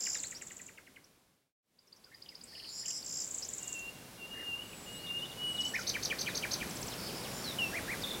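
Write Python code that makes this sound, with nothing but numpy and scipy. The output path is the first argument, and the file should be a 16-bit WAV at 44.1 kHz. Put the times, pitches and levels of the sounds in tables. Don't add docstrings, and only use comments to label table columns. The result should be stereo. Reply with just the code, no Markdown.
import sys
import numpy as np
from scipy import signal
from scipy.io import wavfile

SR = 44100
rng = np.random.default_rng(int(sys.argv[2]) if len(sys.argv) > 2 else 0)


def wav_out(sig):
    wavfile.write(sys.argv[1], SR, np.round(np.clip(np.atleast_2d(sig).T, -1, 1) * 32767).astype(np.int16))


N = 361619
TIME = np.arange(N) / SR
# (time [s], pitch [Hz], level [dB])
ARCHED_CALL = [(0, 1570, -14.5), (.016, 1845, -4), (.030, 2170, -4), (0.044, 2466, -3), (.055, 2150, -2.5),
               (0.069, 1520, -11.5)]


def from_db(db):
    return 10 ** (np.asarray(db) / 20)


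def rms_one(x):
    return x / np.sqrt(np.mean(x ** 2) + 1e-20)


def at_hz(points, hz):
    known_hz, values = np.transpose(points)
    return np.interp(np.log(hz), np.log(known_hz), values)


def drift(rate, size=N):
    knots = np.arange(size) / SR * rate
    count = int(knots[-1]) + 2
    return np.interp(knots, np.arange(count), rng.standard_normal(count))


def gate(t, start, end, edge):
    return np.sin(np.pi / 2 * np.clip(np.minimum(t - start, end - t) / edge, 0, 1)) ** 2


def stereo(mid, side, alike):
    return np.sqrt(1 + alike) * mid + np.sqrt(1 - alike) * side * np.array([[1], [-1]])


def add(track, s, sound):
    at = int(np.clip(s * SR, 0, N - 1))
    track[at:at + len(sound)] += sound[:N - at]


def air_noise(spectrum, low_hz, bands, patchy_db):
    # (frequency [Hz], left-right likeness [0-1])
    likeness = [(40, 0.97), (120, 0.85), (250, 0.53), (500, 0.085), (1000, 0.024), (3000, 0.062),
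                (7000, 0.49), (10000, 0.8), (14000, 1)]
    out, white = 0, rng.standard_normal((2, 2, N))
    for k in range(bands):
        edges = low_hz * np.sqrt(2) ** k * np.array([1, np.sqrt(2)])
        centre = np.sqrt(edges.prod())
        mid, side = signal.sosfilt(signal.butter(2, edges, "band", fs=SR, output="sos"), white[k % 2])
        level = from_db(at_hz(spectrum, centre) + patchy_db * drift(9))
        out = out + level * stereo(mid, side, at_hz(likeness, centre))
    return rms_one(out)


def wind_in_crowns():
    # (time [s], wind level [dB], leaf level [dB])
    breeze = [(0, -39.5, -44.5), (.7, -40.5, -48), (3.5, -43, -47.5), (4.2, -43.5, -51.5), (5.4, -43, -51),
              (6.4, -40, -48), (8.2, -41.5, -50)]
    # (frequency [Hz], relative density [dB])
    wind_spectrum = [(15, -48), (25, -14.5), (149, -4.5), (222, -3), (266, -6), (338, -6.5), (536, -6),
                     (753, -10), (816, -9), (884, -10.5), (1190, -12), (2560, -20.5), (3000, -14),
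                     (3900, -44), (6600, -120)]
    leaf_spectrum = [(1200, -10.5), (2000, 0), (3500, 0), (6000, -2), (9000, -7), (12500, -1.5),
                     (15500, -18)]
    s, wind_db, leaf_db = np.transpose(breeze)
    wind = air_noise(wind_spectrum, low_hz=25.9, bands=13, patchy_db=1)
    wind *= from_db(np.interp(TIME, s, wind_db) - .5)
    hiss = air_noise(leaf_spectrum, low_hz=1450, bands=7, patchy_db=.3)
    hiss *= from_db(np.interp(TIME, s, leaf_db) + 5)
    return (wind + hiss) * from_db([[-.1], [.1]])


def syllable(shape, stretch=1, rough=.01, overtone_db=-32):
    s, hz, db = np.transpose(shape)
    s = np.maximum.accumulate(s * stretch)
    t = np.arange(int(s[-1] * SR) + 2) / SR
    pitch = np.interp(t, s, hz) * (1 + rough * drift(500, size=len(t)))
    phase = 2 * np.pi * np.cumsum(pitch) / SR
    level = from_db(np.interp(t, s, db)) * gate(t, s[0], s[-1], edge=.0004)
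    return level * (np.sin(phase) + from_db(overtone_db) * np.sin(2 * phase))


def runs(table, uneven_db=1.5):
    events = []
    for start, count, gap, growth, first_db, last_db in table:
        k = np.arange(count)
        times = start + k * gap + k * (k - 1) / 2 * growth
        levels = np.linspace(first_db, last_db, len(k)) + uneven_db * rng.standard_normal(len(k))
        events += zip(times, levels)
    return events


def phrase(events, shape, gain_db, rough, overtone_db=-32):
    out = np.zeros(N)
    for s, db, *stretch in events:
        call = syllable(shape, *stretch, rough=rough, overtone_db=overtone_db)
        add(out, s, from_db(db + gain_db) * call)
    return out


def in_forest(call, pan_db, wet_db, lead_s=0, trunk_db=-13.5, alike=.37):
    leaf_t60_s, trunk_t60_s = .098, .65
    t = np.arange(int(.8 * SR)) / SR
    decay = from_db(-60 * t / leaf_t60_s) + from_db(trunk_db - 60 * t / trunk_t60_s)
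    paths = rng.standard_normal((2, len(t))) * (rng.random((2, len(t))) < .1)
    echoes = stereo(*paths, alike) * decay * (t > .0015)
    echoes /= np.sqrt(np.sum(echoes ** 2) / 2)
    left, right = call + from_db(wet_db) * signal.fftconvolve(call[None], echoes, axes=1)[:, :N]
    left = np.interp(TIME + lead_s, TIME, left)
    return np.array([left, right]) * from_db([[pan_db / 2], [-pan_db / 2]])


def swell(start, end, first_hz, last_hz, db):
    share = np.array([0, .69, 1])
    times = start + share * (end - start)
    pitches = first_hz + share * (last_hz - first_hz)
    return np.transpose([times, pitches, [db - 7.5, db, db - 8.5]])


def buzz(curve, pulse_hz, swing_hz, jitter, depth, overtone_db=-24):
    s, hz, db = np.transpose(curve)
    throb = 2 * np.pi * np.cumsum(pulse_hz * (1 + jitter * drift(200))) / SR
    pitch = np.interp(TIME, s, hz) + swing_hz * (np.sin(throb) + .44 * drift(900))
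    phase = 2 * np.pi * np.cumsum(pitch) / SR
    level = from_db(np.interp(TIME, s, db)) * gate(TIME, s[0], s[-1], edge=.0081)
    return level * (1 - depth * np.cos(throb)) * (np.sin(phase) + from_db(overtone_db) * np.sin(2 * phase))


def rattling_bird():
    # (time [s], pitch [Hz], level [dB])
    rattle_shape = [(0, 7600, -15.5), (.002, 7470, -4), (.005, 7350, 4), (.0064, 6570, -3.5),
                    (.0085, 5200, 0), (.011, 4700, -18.5), (.014, 4560, -20)]
    tsip_shape = [(0, 8700, -22.5), (.004, 7850, -8.5), (.008, 7050, -2), (0.0094, 6400, -12.5),
                  (0.012, 5350, -23)]
    tick_shape = [(0, 3180, -15), (.0035, 4400, -11), (.007, 4800, 5), (.011, 5100, -5)]
    pip_shape = [(0, 8440, -15), (.002, 7580, 1), (.005, 7300, -4), (.008, 6900, -14)]
    # (start [s], count, first gap [s], gap growth [s], first level [dB], last level [dB])
    rattle_runs = [(.001, 10, .0158, 0, -15, -14), (2.855, 3, .023, 0, -15.5, -15),
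                   (2.868, 2, .022, 0, -22, -20), (3.043, 12, .0155, 0, -21.5, -17)]
    tsip_runs = [(.1665, 5, .0288, .0038, -10.5, -12), (.4155, 6, .0488, 0, -16, -15),
                 (3.238, 5, .0328, .0014, -13.5, -13.5), (3.483, 6, .0465, .0006, -16, -14)]
    pip_runs = [(2.752, 4, 0.01, .004, -28, -17), (2.930, 4, .0155, 0, -20, -18)]
    # (time [s], level [dB])
    tick_times = [(1.7848, -19.5), (1.9223, -16.5), (2.039, -21), (2.141, -21), (2.2174, -18),
                  (2.2847, -17.5), (2.3476, -19), (2.4077, -23.5), (3.0225, -23.5)]
    # (start [s], end [s], first pitch [Hz], last pitch [Hz], level [dB])
    low_notes = [(2.467, 2.651, 4860, 4710, -33), (2.622, 2.723, 4630, 4740, -30),
                 (2.71, 2.846, 5200, 5090, -29), (2.877, 3.005, 5380, 5340, -29)]
    high_notes = [(2.684, 2.833, 7150, 7160, -31.5)]
    ticks = phrase(tick_times, tick_shape, gain_db=-4.5, rough=.034)
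    low = sum(buzz(swell(*note), pulse_hz=332, swing_hz=364, jitter=.083, depth=.23, overtone_db=-17)
              for note in low_notes)
    high = sum(buzz(swell(*note), pulse_hz=110, swing_hz=250, jitter=.28, depth=.5)
               for note in high_notes)
    rattle = phrase(runs(rattle_runs), rattle_shape, gain_db=-5, rough=.03, overtone_db=-18.5)
    pips = phrase(runs(pip_runs), pip_shape, gain_db=-7.5, rough=.019)
    beak_lowpass = signal.butter(2, 11000, fs=SR, output="sos")
    tsips = phrase(runs(tsip_runs), tsip_shape, gain_db=-3, rough=.011)
    return (in_forest(signal.sosfilt(beak_lowpass, rattle + pips), pan_db=-4, wet_db=2, lead_s=5.1e-6)
            + in_forest(ticks, pan_db=-4, wet_db=-5.5, lead_s=36e-6)
            + in_forest(low + high, pan_db=-2.5, wet_db=3, lead_s=16e-6)
            + in_forest(tsips, pan_db=-4, wet_db=1, lead_s=9.9e-6))


def sliding_notes(notes, octaves, rough):
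    out, share = np.zeros(N), np.array([0, .2, .5, 1])
    bend = 2 ** (octaves * (share ** .75 - .5 ** .75))
    for s, length, hz, db in notes:
        shape = np.transpose([length * share, hz * bend, [1, -3.5, 1.5, -6]])
        add(out, s, from_db(db) * syllable(shape, rough=rough))
    return out


def neighbouring_birds():
    # (time [s], pitch [Hz], level [dB])
    chuck_shape = [(0, 2980, -3), (.003, 2610, -4), (.007, 2300, -1.5), (.010, 1950, 0.5),
                   (.014, 1580, -7.5), (.018, 1230, -14.5)]
    spark_shape = [(0, 8190, -5), (.007, 7480, 5), (.010, 7610, -25), (.0105, 3840, -27), (0.014, 4300, -1),
                   (.017, 5690, 6), (.021, 7250, -1)]
    # (start [s], count, first gap [s], gap growth [s], first level [dB], last level [dB])
    chuck_runs = [(.062, 4, .0842, 0.0011, -23, -25), (.413, 7, .0895, 0.00071, -26, -26)]
    spark_runs = [(6.6934, 4, .061, -.003, -38, -37)]
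    # (time [s], level [dB], stretch [ratio])
    arch_times = [(7.728, -29, 1), (7.878, -28.5, 1)]
    # (time [s], length [s], middle pitch [Hz], level [dB])
    falling_notes = [(.147, .03, 3760, -34), (.183, 0.018, 4360, -30), (1.872, .014, 5400, -34),
                     (1.962, .014, 5530, -34), (2.063, .026, 1420, -41.5), (2.26, 0.007, 3100, -30),
                     (2.288, 0.0081, 2850, -34), (2.316, 0.02, 2060, -39), (3.428, 0.012, 5300, -25),
                     (3.447, .01, 6400, -26), (3.79, 0.01, 6770, -31), (4.73, 0.0089, 2560, -38),
                     (5.568, .029, 3580, -41), (5.785, 0.018, 1450, -34), (6.282, 0.039, 3750, -42),
                     (7.44, 0.091, 3935, -38.5), (8.018, 0.016, 4720, -41)]
    rising_notes = [(.236, 0.026, 4130, -29.5), (.349, 0.029, 5400, -26.5), (1.042, 0.0075, 5670, -30.5),
                    (2.437, 0.008, 7700, -24), (3.423, 0.0079, 5260, -25), (4.949, 0.11, 4230, -51),
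                    (6.935, .0075, 5260, -41)]
    chucks = phrase(runs(chuck_runs), chuck_shape, gain_db=-1.5, rough=.063)
    arches = phrase(arch_times, ARCHED_CALL, gain_db=-2, rough=.021)
    sparks = phrase(runs(spark_runs), spark_shape, gain_db=-4.5, rough=.0076)
    falls = sliding_notes(falling_notes, octaves=-.39, rough=.013)
    rises = sliding_notes(rising_notes, octaves=.36, rough=.024)
    return (in_forest(chucks + arches, pan_db=-5, wet_db=-5.5, lead_s=88e-6)
            + in_forest(falls + rises + sparks, pan_db=-4.5, wet_db=-5, lead_s=25e-6))


def distant_birds():
    # (time [s], pitch [Hz], level [dB])
    warble_curves = [
        [(2.112, 1800, -32), (2.132, 2085, -38), (2.148, 1956, -35), (2.160, 1600, -39)],
        [(4.33, 1670, -47), (4.36, 1850, -47), (4.395, 1930, -43), (4.43, 1850, -45), (4.45, 1650, -54.5)],
    ]
    upslur_shape = [(0, 1495, -21), (.010, 1830, -1.5), (0.015, 2000, 2), (.022, 2300, -24)]
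    chit_shape = [(0, 3520, -16), (.002, 3150, 0.5), (.005, 2870, 0.5), (.01, 2370, -8)]
    peep_shape = [(0, 4300, -12), (.005, 3590, 1), (.012, 3510, 3), (0.021, 3750, -8), (.027, 3380, -10)]
    # (start [s], count, first gap [s], gap growth [s], first level [dB], last level [dB])
    chatter_runs = [(2.520, 3, .0465, 0, -37.5, -39.5), (2.823, 2, .05, 0, -37.5, -41)]
    peep_runs = [(5.06, 2, .022, 0, -40, -42), (5.188, 3, 0.058, 0.0044, -41, -40.5),
                 (8.033, 4, .036, -.0015, -32.5, -37.5)]
    # (start [s], end [s], first pitch [Hz], last pitch [Hz], level [dB])
    trill_notes = [(6.969, 7.111, 4970, 4750, -42), (7.096, 7.22, 4930, 5050, -45.5),
                   (7.217, 7.555, 5260, 5430, -48)]
    # (time [s], length [s], middle pitch [Hz], level [dB])
    slide_notes = [(6.905, 0.043, 3410, -44), (7.072, 0.039, 3100, -45.5), (7.235, .04, 3090, -44.5)]
    trill = sum(buzz(swell(*note), pulse_hz=92.5, swing_hz=385, jitter=.0516, depth=.72)
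                for note in trill_notes)
    peeps = phrase(runs(peep_runs), peep_shape, gain_db=-2.5, rough=.03)
    warbles = sum(buzz(curve, pulse_hz=42, swing_hz=147, jitter=.0854, depth=.31)
                  for curve in warble_curves)
    upslurs = phrase(runs(chatter_runs), upslur_shape, gain_db=-2, rough=.025)
    chit_times = [(s + .0295, db + 9) for s, db in runs(chatter_runs)]
    chits = phrase(chit_times, chit_shape, gain_db=-2, rough=.017)
    slides = sliding_notes(slide_notes, octaves=-1.05, rough=.0305)
    return (in_forest(trill + slides, pan_db=2, wet_db=-2)
            + in_forest(peeps + warbles + upslurs + chits, pan_db=-7.5, wet_db=-2.5, lead_s=35e-6))


def held_tone(curve, waver, flutter_db):
    s, hz, db = np.transpose(curve)
    pitch = np.interp(TIME, s, hz) * (1 + waver * drift(90))
    level = from_db(np.interp(TIME, s, db) + flutter_db * drift(45)) * gate(TIME, s[0], s[-1], .0019)
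    return np.sqrt(2) * level * np.sin(2 * np.pi * np.cumsum(pitch) / SR)


def whistling_birds():
    # (time [s], pitch [Hz], level [dB])
    near_curves = [
        [(3.6, 2820, -51), (3.661, 2784, -42), (3.673, 2870, -47), (3.694, 2770, -43), (3.731, 2797, -41.5),
         (3.763, 2724, -35), (3.882, 2766, -36.5), (3.898, 2789, -39), (3.918, 2860, -48)],
        [(4.17, 2860, -57), (4.227, 2747, -36.5), (4.309, 2860, -52), (4.317, 2825, -40), (4.468, 2825, -36),
         (4.533, 2776, -33), (4.615, 2900, -44), (4.623, 2914, -34.5), (4.648, 2950, -66)],
        [(4.86, 2840, -49), (4.913, 2880, -42), (5.06, 2850, -46.5), (5.109, 2790, -30.5), (5.138, 2820, -39.3),
         (5.154, 2820, -30.8), (5.219, 2824, -36.5), (5.24, 3010, -35.5), (5.268, 2860, -63)],
        [(5.37, 2930, -46), (5.415, 2930, -36.3), (5.472, 2930, -34), (5.574, 2890, -41.5),
         (5.603, 2935, -27.5), (5.635, 2880, -42.5), (5.656, 3010, -31), (5.713, 2910, -53),
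         (5.717, 2954, -51.2)],
    ]
    sinking_curve = [(7.585, 3070, -35), (7.595, 2884, -31), (7.611, 2850, -35), (7.621, 2750, -33.5),
                     (7.647, 2720, -32.5), (7.667, 2655, -42), (7.68, 2704, -47)]
    # (start [s], end [s], first pitch [Hz], last pitch [Hz], level [dB])
    faint_tones = [(4.62, 4.86, 7870, 7930, -58), (4.88, 4.99, 7950, 7850, -53.5),
                   (4.7, 4.96, 7170, 7200, -59), (5.43, 5.53, 8900, 8150, -50.5),
                   (5.53, 5.72, 8150, 7650, -50.5), (7.3, 7.43, 6950, 7150, -55),
                   (7.6, 7.72, 5540, 5600, -56)]
    near = sum(held_tone(curve, waver=.004, flutter_db=1.6) for curve in near_curves)
    near = in_forest(near, pan_db=1.7, wet_db=-6.5, trunk_db=6)
    faint = sum(held_tone(swell(*tone), waver=.012, flutter_db=2) for tone in faint_tones)
    sinking = held_tone(sinking_curve, waver=.004, flutter_db=-.5)
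    return (near + from_db(1.5) * in_forest(faint, pan_db=-6, wet_db=3.5)
            + in_forest(sinking, pan_db=-7, wet_db=-6, lead_s=42e-6))


def chipping_bird():
    # (time [s], pitch [Hz], level [dB])
    twitter_shape = [(0, 5290, 1.5), (.006, 6980, -6), (0.01, 5990, -7), (0.017, 4700, -1.5),
                     (.021, 3450, -10)]
    upper_shape = [(0, 3730, -10), (.005, 4970, -8.5), (.010, 6140, -4.5), (.014, 6600, -16),
                   (.022, 6670, -20), (.026, 6120, 2), (.029, 5300, -5), (.032, 4510, 0.5),
                   (0.036, 3340, -12)]
    lower_shape = [(.002, 3207, -24), (.009, 4390, -10), (0.017, 4650, -17), (.024, 4670, -16)]
    slur_shape = [(0, 2805, -7), (.005, 3280, -10), (.008, 3130, -6), (.010, 2383, -5.5), (0.017, 2304, 0),
                  (0.019, 2525, -1.5), (.024, 1985, -5), (.031, 1500, -5)]
    # (start [s], count, first gap [s], gap growth [s], first level [dB], last level [dB])
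    chip_runs = [(5.8668, 5, .1584, .0014, -22.5, -23.5)]
    slur_runs = [(5.9398, 4, .16, .0017, -24.5, -26.5)]
    # (time [s], level [dB]; for the arch also stretch [ratio])
    twitter_times = [(5.605, -31.5), (5.648, -32), (5.6754, -36.5), (5.741, -33), (5.7774, -36),
                     (5.7954, -33.5), (5.8156, -34.5)]
    opening_arch = [(5.736, -20.5, .53)]
    closing_slur = [(6.6028, -30.5)]
    twitter = phrase(twitter_times, twitter_shape, gain_db=-5, rough=.065)
    upper = phrase(runs(chip_runs), upper_shape, gain_db=-3, rough=.032, overtone_db=-23)
    lower = phrase(runs(chip_runs), lower_shape, gain_db=1.5, rough=.028)
    rasp_band = signal.butter(2, [7500, 13500], "band", fs=SR, output="sos")
    rasp = from_db(-16.5) * np.abs(upper) * rms_one(signal.sosfilt(rasp_band, rng.standard_normal(N)))
    slurs = phrase(runs(slur_runs) + closing_slur, slur_shape, gain_db=0, rough=.019)
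    arch = phrase(opening_arch, ARCHED_CALL, gain_db=-3, rough=.034)
    return (in_forest(twitter + upper + lower + rasp, pan_db=-.7, wet_db=1, trunk_db=-17, alike=.68)
            + in_forest(slurs + arch, pan_db=.5, wet_db=-5.5, lead_s=10e-6, trunk_db=-14, alike=.68))


def scene():
    return (rattling_bird() + whistling_birds() + chipping_bird() + neighbouring_birds()
            + distant_birds() + wind_in_crowns())


def record(dry):
    # (time [s], gain [ratio])
    fade = [(0, .2), (1.54, 0), (1.62, 0), (8.2, 1)]
    faded = dry * np.interp(TIME, *np.transpose(fade))
    return signal.sosfilt(signal.ellip(12, .1, 80, 15900, fs=SR, output="sos"), faded)


dry = scene()
out = record(dry)
wav_out(out)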